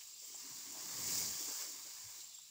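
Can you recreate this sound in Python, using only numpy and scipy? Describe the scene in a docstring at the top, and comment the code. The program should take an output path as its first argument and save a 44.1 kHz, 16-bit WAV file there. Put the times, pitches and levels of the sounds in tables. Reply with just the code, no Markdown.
"""A young elephant wades through tall grass in an open field, close to a mono microphone.
Blades swish and crackle as they slide over its hide, thicker stalks crush and snap,
and its feet and trunk make dull scuffs. A gust brushes the microphone over a faint hiss of air.
Far off, an insect trills (throbbing noise) and a small bird gives short, high, falling chips."""
import sys
import numpy as np
from scipy import signal
from scipy.fft import rfft, irfft
from scipy.io import wavfile
from scipy.ndimage import uniform_filter1d

SR = 44100
rng = np.random.default_rng(int(sys.argv[2]) if len(sys.argv) > 2 else 0)


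def output_pcm(signal):
    """Save a mono or channel-first signal as 16-bit PCM at the path in sys.argv[1].

    Samples are clipped to [-1, 1] before scaling.
    """
    pcm = np.clip(np.atleast_2d(signal).T, -1, 1) * 32767
    wavfile.write(sys.argv[1], SR, np.round(pcm).astype(np.int16))


N = 110250
TIME = np.arange(N) / SR

# How the rustle swells and fades as the elephant moves: time_s, blades_db, stalks_db
RUSTLE_LEVELS = [(0, -56, -73), (.16, -59, -75.5), (.27, -53.5, -72.5), (.41, -53.5, -65.5),
                 (.5, -52.3, -63.5), (.68, -51.5, -64), (.76, -50.5, -60.5), (1.02, -45, -56),
                 (1.08, -41.5, -54.5), (1.18, -39.5, -53.5), (1.24, -41.5, -54), (1.3, -45, -57.5),
                 (1.55, -45.5, -59), (1.63, -45.5, -56.5), (1.69, -49.5, -62), (1.78, -52.5, -64.5),
                 (2.2, -54.5, -65.5), (2.31, -59.5, -76), (2.5, -63.5, -84)]
# Tone of the sliding blades: frequency_hz, gain_db
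BLADE_TONE = [(1500, -40), (2600, -19), (3900, -20), (4400, -10.5), (4650, -1.5), (4850, -2), (5150, -2.5),
              (5550, -0.4), (6200, -2.7), (7150, 2), (7700, -1.5), (8400, -9), (10000, -16.5),
              (11800, -18.5), (13900, -19), (14700, -2), (15700, -7)]
# Tone of the crushed stalks: frequency_hz, gain_db
STALK_TONE = [(100, -26), (300, -17.5), (600, -9), (850, -1.5), (1130, 2.5), (1420, -4.5), (1750, -1.5),
              (2250, 0), (2550, -4), (3000, -3), (3600, -2), (4300, 1), (6500, -27.5)]
# Tone of the air over the field: frequency_hz, gain_db
AIR_TONE = [(20, -24), (60, -8), (130, -2.5), (250, -7.5), (600, -12.5), (1050, -9.5), (1500, -13),
            (2100, -6), (2700, 2), (4200, 7), (6500, 0.5), (9000, -2), (15000, -8)]
# Single stalks snapping: start_s, centre_hz, level_db
STALK_CRACKS = [(.008, 2740, -55.5), (.343, 780, -61), (1.417, 900, -60), (1.508, 620, -58),
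                (1.685, 480, -61), (1.867, 654, -64.5), (2.142, 950, -67), (2.205, 5000, -51),
                (2.385, 960, -67.5)]
# The bird's calls: start_s, middle_pitch_hz, level_db
BIRD_CHIPS = [(.129, 7420, -50), (.241, 7430, -49.5), (0.349, 7470, -47.5), (2.234, 7410, -51.5),
              (2.343, 7520, -50.5), (2.381, 7500, -56.5)]
# Scuffs and footfalls in the grass: start_s, fade_s, centre_hz, level_db
SCUFF_PUFFS = [(0.214, 0.044, 478, -72), (0.273, 0.11, 330, -72), (0.417, .11, 287, -65.5),
               (0.501, 0.064, 143, -71.5), (0.545, 0.099, 270, -71), (.65, 0.56, 283, -67),
               (0.735, 0.12, 684, -63.5), (0.83, 0.14, 152, -67.5), (1.057, .12, 310, -62),
               (1.385, 0.093, 340, -62.5), (1.448, .06, 125, -73.5), (1.471, 0.052, 360, -59.5),
               (1.59, 0.14, 500, -66.5), (1.661, 0.12, 300, -67), (1.825, 0.021, 85, -76),
               (1.841, 0.043, 378, -66), (2.04, 0.082, 90, -67), (2.15, 0.066, 363, -75),
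               (2.326, 0.053, 110, -89)]
# Tone of the gust on the microphone: frequency_hz, gain_db
GUST_TONE = [(20, -24), (35, -24), (52, -10), (80, -2), (130, -1), (200, -3.5), (300, -6.5), (600, -14),
             (1000, -23), (3000, -69)]
# How the gust rises and dies away: time_s, level_db
GUST_LEVELS = [(0, -94), (.4, -89), (.8, -78), (.92, -67.5), (.955, -59.5), (1.12, -57.5), (1.25, -58.5),
               (1.32, -61.5), (1.38, -75), (1.6, -90), (2.5, -100)]


def amp(db):
    """Turns decibels into a number to multiply by."""
    return 10 ** (np.asarray(db) / 20)


def unit(x):
    """Scales a signal to an average strength (rms) of 1."""
    return x / np.sqrt(np.mean(x ** 2) + 1e-20)


def curve(table, column=1):
    """Joins the points of a time table with straight lines."""
    rows = np.array(table)
    return np.interp(TIME, rows[:, 0], rows[:, column])


def colour(x, tone):
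    """Filters a sound by a tone table, then scales it to strength 1."""
    hz, db = np.transpose(tone)
    gain_db = np.interp(np.log(np.fft.rfftfreq(N, 1 / SR) + 1), np.log(hz), db)
    return unit(irfft(rfft(x) * amp(gain_db), N))


def band(centre_hz, octaves):
    """Noise that is strongest at one frequency and fades to either side."""
    away = np.log2((np.fft.rfftfreq(N, 1 / SR) + 1) / centre_hz) / octaves
    return unit(irfft(rfft(rng.standard_normal(N)) * np.exp(-.5 * away ** 2), N))


def wander(rate_hz):
    """A random wobble, mostly between 5 Hz and the given rate."""
    hz = np.fft.rfftfreq(N, 1 / SR)
    return unit(irfft(rfft(rng.standard_normal(N)) * (hz > 5) / (1 + (hz / rate_hz) ** 2), N))


def patchy(x, depth_db, width_hz, length_s):
    """Lets random patches of low and high sound swell and sink."""
    spectra = signal.stft(x, nperseg=256)[2]
    swell = rng.standard_normal(spectra.shape)
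    swell = uniform_filter1d(swell, max(1, round(width_hz * 256 / SR)), axis=0)
    swell = uniform_filter1d(swell, max(1, round(length_s * SR / 128)), axis=1)
    return signal.istft(spectra * amp(depth_db * unit(swell)), nperseg=256)[1][:N]


def clicks(per_s, spread_db):
    """Tiny random clicks, a few stronger than the rest."""
    size = amp(spread_db * np.minimum(rng.exponential(1, N), 5))
    return unit(size * rng.choice([-1, 1], N) * (rng.random(N) < per_s / SR))


def sliding_blades():
    """Blades slide over hide and each other: they hiss and crackle, brighter when pushed harder."""
    level_db = curve(RUSTLE_LEVELS)
    crackle = unit(clicks(per_s=4500, spread_db=3) * amp(1.43 * wander(rate_hz=55)))
    rubbing = amp(-2.5) * rng.standard_normal(N) + amp(-7) * crackle
    rubbing = patchy(rubbing, depth_db=.5, width_hz=1500, length_s=.018)  # blades take turns
    swish = colour(rubbing, BLADE_TONE)
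    treble = signal.sosfiltfilt(signal.butter(4, 9000, "high", fs=SR, output="sos"), swish)
    brighten_db = .058 * (level_db - level_db.mean())
    swish += treble * (amp(brighten_db) - 1)
    flutter_db = .42 * wander(rate_hz=49)
    return swish * amp(level_db + 3 + flutter_db)


def crushing_stalks():
    """Thicker stalks bend and crush: a lower, grainy rustle that gains body under a hard push."""
    level_db = curve(RUSTLE_LEVELS, column=2)
    grains = clicks(per_s=2200, spread_db=1.5) + .77 * rng.standard_normal(N)
    echo_delay_s = .001549  # a nearby reflection makes the stalks sound hollow
    hollow = grains - .13 * np.interp(TIME - echo_delay_s, TIME, grains)
    crush = colour(patchy(hollow, depth_db=2, width_hz=350, length_s=.08), STALK_TONE)
    peak_db = level_db.max()
    body_db = peak_db - 10 + 1.58 * (level_db - peak_db)  # grows faster than the rustle
    body = band(centre_hz=457, octaves=.82) * amp(body_db)
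    flutter_db = .6 * wander(rate_hz=9.7)
    return body + crush * amp(level_db + 1.5 + flutter_db)


def field_air():
    """The faint, shifting hiss of the open field."""
    hiss = patchy(rng.standard_normal(N), depth_db=2.5, width_hz=350, length_s=.1)
    return amp(-62) * colour(hiss, AIR_TONE)


def insect(pitch_hz=7420, width_hz=240, level_db=-62):
    """A far insect trills: a thin band of noise that throbs unevenly."""
    throbs_per_s = 55 * (1 + .16 * wander(rate_hz=29))
    throb = 1 + .59 * np.sin(2 * np.pi * np.cumsum(throbs_per_s) / SR)
    thin_noise = band(pitch_hz, octaves=np.log2(1 + width_hz / pitch_hz))
    return amp(level_db) * unit(thin_noise * throb)


def snapping_stalks(rise_s=.00087, decay_s=.012):
    """Single stalks give way, each with a short, damp crunch."""
    out = np.zeros(N)
    for start_s, centre_hz, level_db in STALK_CRACKS:
        age_s = np.maximum(TIME - start_s, 0)
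        shape = np.minimum(age_s / rise_s, 1) * np.exp(-age_s / decay_s)
        out += amp(level_db) * band(centre_hz, octaves=.5) * shape
    return out


def bird(length_s=.017, fall_hz_per_s=30000):
    """A small bird gives very short falling whistles, blurred by the distance."""
    out = np.zeros(N)
    for start_s, middle_pitch_hz, level_db in BIRD_CHIPS:
        progress = np.clip((TIME - start_s) / length_s, 0, 1)
        pitch_hz = middle_pitch_hz - fall_hz_per_s * length_s * (progress - .5)
        whistle = np.sqrt(2) * np.sin(2 * np.pi * np.cumsum(pitch_hz) / SR)
        blur = 1 + .25 * wander(rate_hz=210)
        out += amp(level_db) * np.sin(np.pi * progress) * whistle * blur
    return out


def scuffs(rise_s=.015):
    """Each push of a foot or the trunk gives a soft, dull puff."""
    out = np.zeros(N)
    for start_s, fade_s, centre_hz, level_db in SCUFF_PUFFS:
        age_s = np.maximum(TIME - start_s, 0)
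        rise = np.minimum(age_s / rise_s, 1)
        fade_db = -8 * (age_s / fade_s) ** 2
        out += band(centre_hz, octaves=.36) * rise * amp(level_db + fade_db)
    return out


def gust():
    """Wind brushes the microphone with a low, lumpy rumble."""
    rumble = colour(rng.standard_normal(N), GUST_TONE)
    lumps_db = wander(rate_hz=19)
    return rumble * amp(curve(GUST_LEVELS) + lumps_db)


def scene():
    """Adds up all the sounds, the same in both channels."""
    mix = sliding_blades() + crushing_stalks() + field_air() + insect()
    mix += snapping_stalks() + bird() + scuffs() + gust()
    return np.tile(mix, (2, 1))


def record(dry, cutoff_hz=15750):
    """A steep filter cuts off the very highest treble."""
    low_pass = signal.firwin(1023, cutoff_hz, window=("kaiser", 9), fs=SR)
    return signal.oaconvolve(dry, low_pass[None], "same")


dry = scene()
out = record(dry)
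output_pcm(out)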